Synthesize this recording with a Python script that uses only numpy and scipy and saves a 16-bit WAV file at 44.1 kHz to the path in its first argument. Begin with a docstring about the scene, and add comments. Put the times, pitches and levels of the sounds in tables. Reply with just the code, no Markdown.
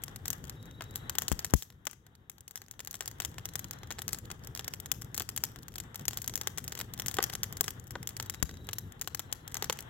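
"""Sharp pops and crackles come from a wood fire in a brick pit, outdoors at night.
Pockets of steam burst the wood; each pop bounces off the bricks and echoes faintly round the yard,
with small cracks crowding round it. A few pops knock hollow between the logs, three come with a low
thump on the left, and one lets out a spurt of gas. A log whistles now and then. Underneath, the
flames rumble and hiss. After the biggest thump, the rumble and hiss drop for about a second."""
import sys
import numpy as np
from scipy import signal
from scipy.fft import rfft, irfft, next_fast_len
from scipy.io import wavfile
from scipy.ndimage import uniform_filter1d

SR = 44100
rng = np.random.default_rng(int(sys.argv[2]) if len(sys.argv) > 2 else 0)


def store_pcm(level_fs):
    """Save levels as 16-bit WAV."""
    pcm = np.round(np.clip(level_fs, -1, 1) * 32767).astype(np.int16)
    wavfile.write(sys.argv[1], SR, np.atleast_2d(pcm).T)


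N = 436149
TIME = np.arange(N) / SR
POP_SAMPLES = 1024


# Loud bursts in the wood: t/s, level/dB, brightness/dB (treble compared with bass)
STEAM_POPS = [(0.0369, -13, 12), (0.0811, -20, -5), (0.1607, -18, 4), (0.2568, -13.5, -2),
              (0.2806, -9.5, 8), (0.3034, -9.5, 12), (0.3304, -15, 3), (0.4964, -16, 1), (0.8086, -17, -22),
              (0.821, -17, -11), (0.9577, -10.5, 13.5), (1.0963, -8, 3), (1.1531, -13.5, -8),
              (1.1845, -2.5, 5.5), (1.2203, -10, -3), (1.2818, -5.5, 6), (1.2993, -25, 8),
              (1.3173, -9.5, 5), (1.3246, -13, 2), (1.392, -9.5, 2), (1.4464, -6, 4), (1.5379, -6, 15),
              (1.6234, -15.5, 6), (1.8696, -8, -8.5), (1.9313, -26.5, 0), (2.1524, -34.5, 2.5),
              (2.2977, -21, 9), (2.4794, -23, 9), (2.5099, -24.5, 6), (2.5568, -14.5, 7),
              (2.5755, -20.5, 5), (2.6179, -22.5, -5), (2.7118, -22.5, 11), (2.7933, -18, -5),
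              (2.8037, -16, -0.5), (2.8736, -14.5, 1), (2.9105, -19, 14), (2.9422, -15.5, -1),
              (2.9539, -21.5, 8), (3.0077, -9, -5), (3.0585, -18, 0), (3.0777, -11, 9), (3.2019, -8, -3),
              (3.22, -14.5, 0), (3.249, -8.5, 3), (3.3827, -14, -6), (3.4555, -11.5, 3.5), (3.4891, -21, 3),
              (3.5555, -7, 4.5), (3.593, -14, 6), (3.6435, -17.5, 1.5), (3.7102, -15.5, 4.0),
              (3.833, -21, -15.5), (3.9059, -12.5, -10), (3.9126, -12.5, -11), (3.9231, -18.5, 0),
              (3.9859, -18, -13), (3.9904, -12.5, -6.5), (4.0191, -14, 4), (4.0804, -9.5, 4),
              (4.0906, -14.5, 2), (4.1311, -7, 7), (4.1463, -14.5, 1), (4.1869, -21, 9),
              (4.303, -20.5, -13), (4.3143, -13.5, 2), (4.5504, -16, 6), (4.5621, -20, -5),
              (4.5749, -18, 0), (4.594, -10.5, -7.5), (4.6446, -16.5, 3), (4.6798, -9.5, -2),
              (4.7372, -13.5, 5), (4.801, -19, 12), (4.8592, -15.5, 2), (4.9166, -5.5, 7),
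              (5.0198, -17.5, 3), (5.1447, -14.5, 11), (5.1784, -6.5, 1), (5.198, -9.5, 6),
              (5.2054, -11.5, -18), (5.2204, -14.5, 4), (5.2903, -11.5, 6), (5.3632, -13, 9),
              (5.3761, -8, 2.5), (5.4377, -2.5, 6.5), (5.56, -22.5, -8), (5.6826, -20, 0), (5.7572, -16, 3),
              (5.7821, -13.5, 6), (5.8012, -15, 2), (5.9449, -22, -13), (5.9575, -16.5, 5),
              (6.0541, -17.5, 2), (6.0816, -1.5, 4), (6.1322, -14.5, -2), (6.1728, -8.5, 7),
              (6.1861, -22, -4), (6.2185, -18.5, 18), (6.2434, -17, 1), (6.2777, -9.5, 8),
              (6.2964, -16, -5), (6.3383, -15, -2), (6.356, -9, 12), (6.3766, -15.5, 4), (6.413, -9.5, 1),
              (6.4722, -4, 1), (6.5755, -14.5, 2), (6.5826, -8.5, -3), (6.6791, -12.5, 6),
              (6.7218, -13.0, -0.5), (6.752, -18, -4), (6.7752, -18, -4), (6.7908, -14, 3),
              (6.8014, -12.5, -7), (6.8122, -10, 0), (6.9374, -16.5, 7), (6.998, -7.5, 1.5),
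              (7.0202, -16.5, -1), (7.0614, -11, 2), (7.083, -8.5, 4.5), (7.1132, -16.5, 4),
              (7.1419, -11.5, 8.5), (7.1688, -12, -3), (7.1862, -3.5, -22), (7.2271, -5.5, 4),
              (7.2396, -3.0, 2.5), (7.2992, -14.5, -10), (7.3298, -18, -4), (7.3361, -12.5, -2),
              (7.3522, -8.5, -3), (7.4323, -6.5, 15), (7.4405, -15.5, -7), (7.526, -17.5, 4),
              (7.5699, -15.5, 8), (7.6089, -3, 11), (7.6421, -11.5, 4), (7.6806, -8, -6),
              (7.9077, -18.5, 1), (7.9547, -17.5, -28), (8.0733, -11, 10), (8.0907, -16.5, 9),
              (8.1673, -15, 10), (8.1997, -7.5, -5), (8.2264, -17.5, 1), (8.2979, -9, 6), (8.3452, -17, -4),
              (8.4268, -3, 4), (8.493, -20, -8), (8.6893, -12.5, -12), (8.7319, -10.5, 9),
              (8.7844, -13, 12), (9.0133, -9.5, 10), (9.0195, -13.5, 0), (9.075, -10, -3.5),
              (9.1476, -8.5, 3.5), (9.1944, -8.5, -1), (9.3265, -8.5, 4), (9.478, -18, 5),
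              (9.5438, -11, 5.5), (9.5536, -16, -11), (9.5693, -11, -4), (9.6243, -5.5, -12.5),
              (9.6433, -10, 1), (9.6979, -1, -15.5), (9.727, -11.5, 0), (9.7892, -14.5, -2)]

def pops():
    """Trapped steam bursts the wood, and splinters follow each burst."""
    return bursts(STEAM_POPS) + bursts(splinters(STEAM_POPS))


def bursts(rows, spike_hz=4500, tear_s=0.00055, tear_hz=3000,
           wall_s=0.002456, wall_spread_s=0.00026, wall_db=-6, wall_cut_hz=1500, dull_bounce=0.074,
           scatter_db=-9, scatter_s=0.00032, pit_db=-12, pit_s=0.0042,
           pan_db=1.67, lag_s=.00005, low_hz=360):
    """Each burst is a pressure spike and a brief tearing of fibres, thrown back by the brick pit."""
    start_s, level_db, bright_db = np.transpose(rows)[:, :, None, None]
    t, hz = np.arange(POP_SAMPLES) / SR, np.fft.rfftfreq(POP_SAMPLES, 1 / SR)
    white = rng.standard_normal((len(rows), 5, POP_SAMPLES))
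    depth, pan, bearing = rng.standard_normal((len(rows), 3)).T[:, :, None, None]
    # the spike gives the body of the sound, the tearing its treble
    spike = 1 / (1 + 1j * hz / spike_hz)
    fibres = unit_energy(white[:, :1] * t * np.exp(-2 * t / tear_s))
    tear = rfft(fibres) * 1j * hz / (tear_hz + 1j * hz)
    # low notes bounce to and fro between wall and logs, so dull pops ring hollow
    bounce_s = np.abs(wall_s + wall_spread_s * depth)
    bounce_db = np.minimum(wall_db - dull_bounce * bright_db, -2)
    bounce = from_db(bounce_db) * np.exp(-2j * np.pi * hz * bounce_s) / (1 + 1j * hz / wall_cut_hz)
    crack = (spike + tear) / (1 - bounce)
    # rough brick scatters the treble
    scatter = from_db(scatter_db) * unit_energy(white[:, 1:3] * np.exp(-np.abs(t - bounce_s) / scatter_s))
    pit = from_db(pit_db) * unit_energy(white[:, 3:] * np.minimum(t / bounce_s, 1) * np.exp(-t / pit_s))
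    # large pockets give a dull knock, small ones a bright snap
    tilt = at_hz([(1700, -.5), (12000, .5)], hz)
    colour = causal(level_db + bright_db * tilt) * from_db(pan_db * pan * np.array([[1], [-1]]))
    # the sound reaches the left side first
    delay_s = np.round(lag_s * SR * np.abs(1 + 0.37 * bearing)) / SR * np.array([[0], [1]])
    waves = irfft(colour * (crack + rfft(scatter + pit)) * np.exp(-2j * np.pi * hz * delay_s))
    out = np.zeros((2, N + POP_SAMPLES))
    for at, wave in zip(np.clip(start_s.ravel() * SR, 0, N).astype(int), waves):
        out[:, at:at + POP_SAMPLES] += wave
    return high_pass(out[:, :N], low_hz)


def splinters(rows, delay_s=0.0038, spread=.8, level_db=-15, fade_db=3, bright_db=-2):
    """Wood gives way in steps: three weaker, duller cracks trail each burst, the later the fainter."""
    parents = np.repeat(np.array(rows), repeats=3, axis=0)
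    lateness, size = np.clip(rng.standard_normal((len(parents), 2)), -2, 2).T
    after_s = delay_s * np.exp(spread * lateness)
    softer_db = level_db + fade_db * (size - lateness) / 2
    return parents + np.c_[after_s, softer_db, np.full(len(parents), bright_db)]


def ticks(hiss_db, per_s=24, level_db=-31.5, spread_db=6.5, follow=0.11, bright_db=2, bright_spread_db=7):
    """Small splinters snap at random, more often and harder when the hiss is louder."""
    louder_db = hiss_db - np.median(hiss_db)
    at = np.flatnonzero(rng.random(N) < per_s * from_db(louder_db / 2) / SR)
    size, colour = np.clip(rng.standard_normal((len(at), 2)), -2, 2).T
    snap_db = level_db + follow * louder_db[at] + spread_db * size
    return bursts(np.c_[at / SR, snap_db, bright_db + bright_spread_db * colour])


# Hollow knocks between the logs: t/s, level/dB, f/Hz
LOG_KNOCKS = [(7.1885, -16, 797), (7.611, -27, 730), (7.9565, -28, 960), (9.7, -36.5, 980)]
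# Notes a gap rings with: multiple of the knock's f, level/dB, t/s to fade by 60 dB
GAP_NOTES = [(.59, -0.5, 0.022), (1, 1, 0.018), (1.49, 0, .016)]

def knocks(swell_s=0.00088):
    """A deep burst sets the air in a gap between the logs ringing."""
    t = np.arange(4 * POP_SAMPLES) / SR
    out = np.zeros(N + len(t))
    for start_s, level_db, hz in LOG_KNOCKS:
        ring = sum(from_db(db - 60 * t / fade_s) * np.sin(2 * np.pi * hz * ratio * t)
                   for ratio, db, fade_s in GAP_NOTES)
        at = int(start_s * SR)
        out[at:at + len(t)] += from_db(level_db) * ring * (1 - np.exp(-t / swell_s))
    return out[:N]


# Pushes of air that come with three of the pops: t/s, level/dB (before filtering)
AIR_PUSHES = [(1.3172, -9.5), (1.5378, -2.5), (8.4272, -13)]

def thumps(push_s=0.0016, low_hz=44, right_db=-32, echo_s=0.0123, echo_db=-3, echo_cut_hz=190):
    """A short push of air and its dull echo make the left microphone swing at its lowest notes."""
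    push = np.zeros(N)
    for start_s, level_db in AIR_PUSHES:
        fade = np.exp(-np.minimum(np.abs(TIME - start_s) / push_s, 40))
        push += from_db(level_db) * (TIME >= start_s) * fade
    echo = low_pass(np.interp(TIME - echo_s, TIME, push), echo_cut_hz)
    push += from_db(echo_db) * low_pass(echo, echo_cut_hz)
    rounded = uniform_filter1d(push, size=12)
    return high_pass(rounded, low_hz, order=4) * np.array([[1], [from_db(right_db)]])


def spurt(start_s=1.557, length_s=0.032, level_db=-47.5, attack_s=.006, release_s=0.036, low_hz=3500):
    """Gas rushes out of the pocket that the biggest thump opens."""
    rush = rms_one(high_pass(rng.standard_normal((2, N)), low_hz))
    return from_db(level_db) * envelope(start_s, length_s, attack_s, release_s) * rush


# Steam leaving a log: t/s, length/s, f/Hz, level/dB
STEAM_JETS = [(.5, .59, 3760, -65), (3.38, 0.46, 3980, -73), (8.198, .62, 3800, -67), (9.0, 0.5, 4000, -77)]

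def steam_jet(leak_hz=3760, leak_db=-89, rise_hz_per_s=150):
    """The whistle's pitch and strength follow the steam pressure, then sink back to a faint leak."""
    pitch, strength = np.full(N, float(leak_hz)), np.full(N, from_db(leak_db))
    for start_s, length_s, hz, level_db in STEAM_JETS:
        pressure = envelope(start_s, length_s, attack_s=0.094, release_s=0.06)
        pitch += (hz - leak_hz + rise_hz_per_s * (TIME - start_s)) * pressure
        strength += from_db(level_db) * pressure ** 2
    return pitch, strength


def whistle(flutter_hz=28, swing_hz=55, swing_db=5.5, rasp_hz=192, rasp_depth=0.47):
    """A raspy steam jet flutters in quick, even pulses, each both higher and louder."""
    pitch, strength = steam_jet()
    flutter = sine(flutter_hz * (1 + 0.039 * drift(2.5)))
    jet = sine(pitch + swing_hz * (flutter + .5 * drift(rasp_hz)))
    # sap bubbling in the crack chops the jet
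    chop = 1 + rasp_depth * sine(rasp_hz * (1 + 0.124 * drift(25)))
    return strength * rms_one(jet * chop * from_db(swing_db * flutter))


# How loud the rumble and hiss are: t/s, rumble level/dB, hiss level/dB
FLAME_LEVELS = [(0.0, -51, -61), (0.58, -51, -62.5), (1.38, -48.5, -58), (1.65, -61.5, -74),
                (2.53, -64.5, -73), (3.03, -56, -63.5), (3.47, -50.5, -62.5), (5.78, -52, -64.5),
                (7.13, -49, -59.5), (7.63, -49.5, -61), (8.85, -51.5, -66), (9.42, -54.5, -62),
                (9.89, -50, -58)]
# Tone of the rumble and of the hiss: f/Hz, relative level/dB
RUMBLE_TONE = [(20, -52), (35, -9), (62, -2), (110, 3), (160, -3), (220, -8), (330, -12.5), (500, -16.5),
               (900, -45.5)]
HISS_TONE = [(200, 1.5), (450, 2.5), (600, 4), (800, 8.5), (1000, 5), (1700, 3.5), (2600, -7.5), (3700, -3),
             (4400, -28.5), (7300, -41.5), (9500, -28), (16000, -31)]

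def flames(rumble_db, hiss_db, rumble_gain_db=1, hiss_gain_db=-1, surge_db=2.06, flicker_db=2.5):
    """Swirling, burning air rumbles; escaping gas hisses."""
    rumble = from_db(rumble_db + rumble_gain_db + surge_db * drift(18)) * noise(RUMBLE_TONE, side_db=-15.5)
    hiss = from_db(hiss_db + hiss_gain_db + flicker_db * drift(11.5)) * noise(HISS_TONE, side_db=2.5)
    return rumble + hiss


def yard(x, first_s=0.028, fade_s=0.31, tail_db=-21, slap_db=-28, slap_s=0.00094,
         low_hz=700, air_cut_hz=11000):
    """A faint slap comes back from the nearest surface, then a thin spray of farther echoes."""
    t = np.arange(SR // 2) / SR
    age = np.maximum(t - first_s, 0)
    spray = rng.standard_normal((2, len(t))) * (t > first_s)
    tail = from_db(tail_db) * unit_energy(spray * from_db(-60 * age / fade_s))
    slap = from_db(slap_db) * unit_energy(spray * np.exp(-age / slap_s))
    echo = low_pass(tail + slap, air_cut_hz)
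    return high_pass(signal.fftconvolve(x, echo, axes=1)[:, :N], low_hz, order=1)


def from_db(db):
    return 10 ** (np.asarray(db) / 20)


def rms_one(x):
    """Scale to an average power of 1."""
    return x / np.sqrt(np.mean(x ** 2) + 1e-20)


def unit_energy(x):
    return x / np.sqrt(np.sum(x ** 2, axis=-1, keepdims=True) + 1e-20)


def sine(hz):
    """A pure tone that follows a changing pitch."""
    return np.sin(2 * np.pi * np.cumsum(hz) / SR)


def envelope(start_s, length_s, attack_s, release_s):
    """A straight rise, a hold until the length is over, then a fade."""
    age = TIME - start_s
    return np.clip(age / attack_s, 0, 1) * np.exp(-np.clip((age - length_s) / release_s, 0, 40))


def in_time(rows):
    """Join a table's points over time, one curve per column."""
    times, *columns = np.transpose(rows)
    return [np.interp(TIME, times, c) for c in columns]


def at_hz(points, hz):
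    """Join a table's points over frequency, with octaves evenly spaced."""
    at, *columns = np.transpose(points)
    return np.array([np.interp(np.log(hz + 1), np.log(at), c) for c in columns])


def causal(db):
    """A filter with these levels in which nothing sounds early (minimum phase)."""
    cepstrum = irfft(np.log(from_db(db)))
    half = cepstrum.shape[-1] // 2
    return np.exp(rfft(cepstrum * np.r_[1, np.full(half - 1, 2), 1, np.zeros(half - 1)]))


def high_pass(x, hz, order=2):
    return signal.sosfilt(signal.butter(order, hz, "high", fs=SR, output="sos"), x + 1e-18)


def low_pass(x, hz):
    return signal.sosfilt(signal.butter(1, hz, fs=SR, output="sos"), x + 1e-18)


def drift(rate):
    """A smooth random wobble of size about 1 that changes about rate times a second."""
    hz = np.fft.rfftfreq(N, 1 / SR)[:2000]
    slow = irfft(rfft(rng.standard_normal(3998)) / (1 + (hz / rate) ** 2))
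    return np.interp(TIME, np.linspace(0, N / SR, len(slow)), rms_one(slow))


def noise(tone, side_db):
    """Stereo noise with the given tone; more side_db makes it wider."""
    size = next_fast_len(N)
    colour = from_db(at_hz(tone, np.fft.rfftfreq(size, 1 / SR)))
    mid, side = irfft(rfft(rng.standard_normal((2, size))) * colour, size)[:, :N]
    return rms_one(mid) + from_db(side_db) * rms_one(side) * np.array([[1], [-1]])


def scene():
    """The crackle and its echo in the yard, over the sounds of burning."""
    rumble_db, hiss_db = in_time(FLAME_LEVELS)
    popping = pops() + knocks()
    burning = flames(rumble_db, hiss_db) + whistle() + spurt() + thumps()
    crackle = popping + ticks(hiss_db)
    return crackle + yard(crackle) + burning


# Tone of the two microphone openings: f/Hz, left level/dB, right level/dB
MIC_TONE = [(141, 2, -0.5), (615, -0.5, -1.5), (1190, 2, -5.5), (2035, 4, -1.5), (2244, -3, -4),
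            (3220, 5.5, -3), (4250, -3.5, 1), (6220, 7.5, 2), (7870, 8, -20.5), (8780, -3.5, -6.5),
            (10700, 1.5, -7), (12100, 6, 2.5), (15700, 1.5, -5.5)]

def record(dry, cutoff_hz=16100):
    """Each microphone opening colours the sound in its own way; the highest treble is cut."""
    openings = irfft(causal(at_hz(MIC_TONE, np.fft.rfftfreq(POP_SAMPLES, 1 / SR))))
    heard = signal.fftconvolve(dry, openings, axes=1)[:, :N]
    return signal.sosfilt(signal.ellip(10, .3, 80, cutoff_hz, fs=SR, output="sos"), heard)


dry = scene()
out = record(dry)
store_pcm(out)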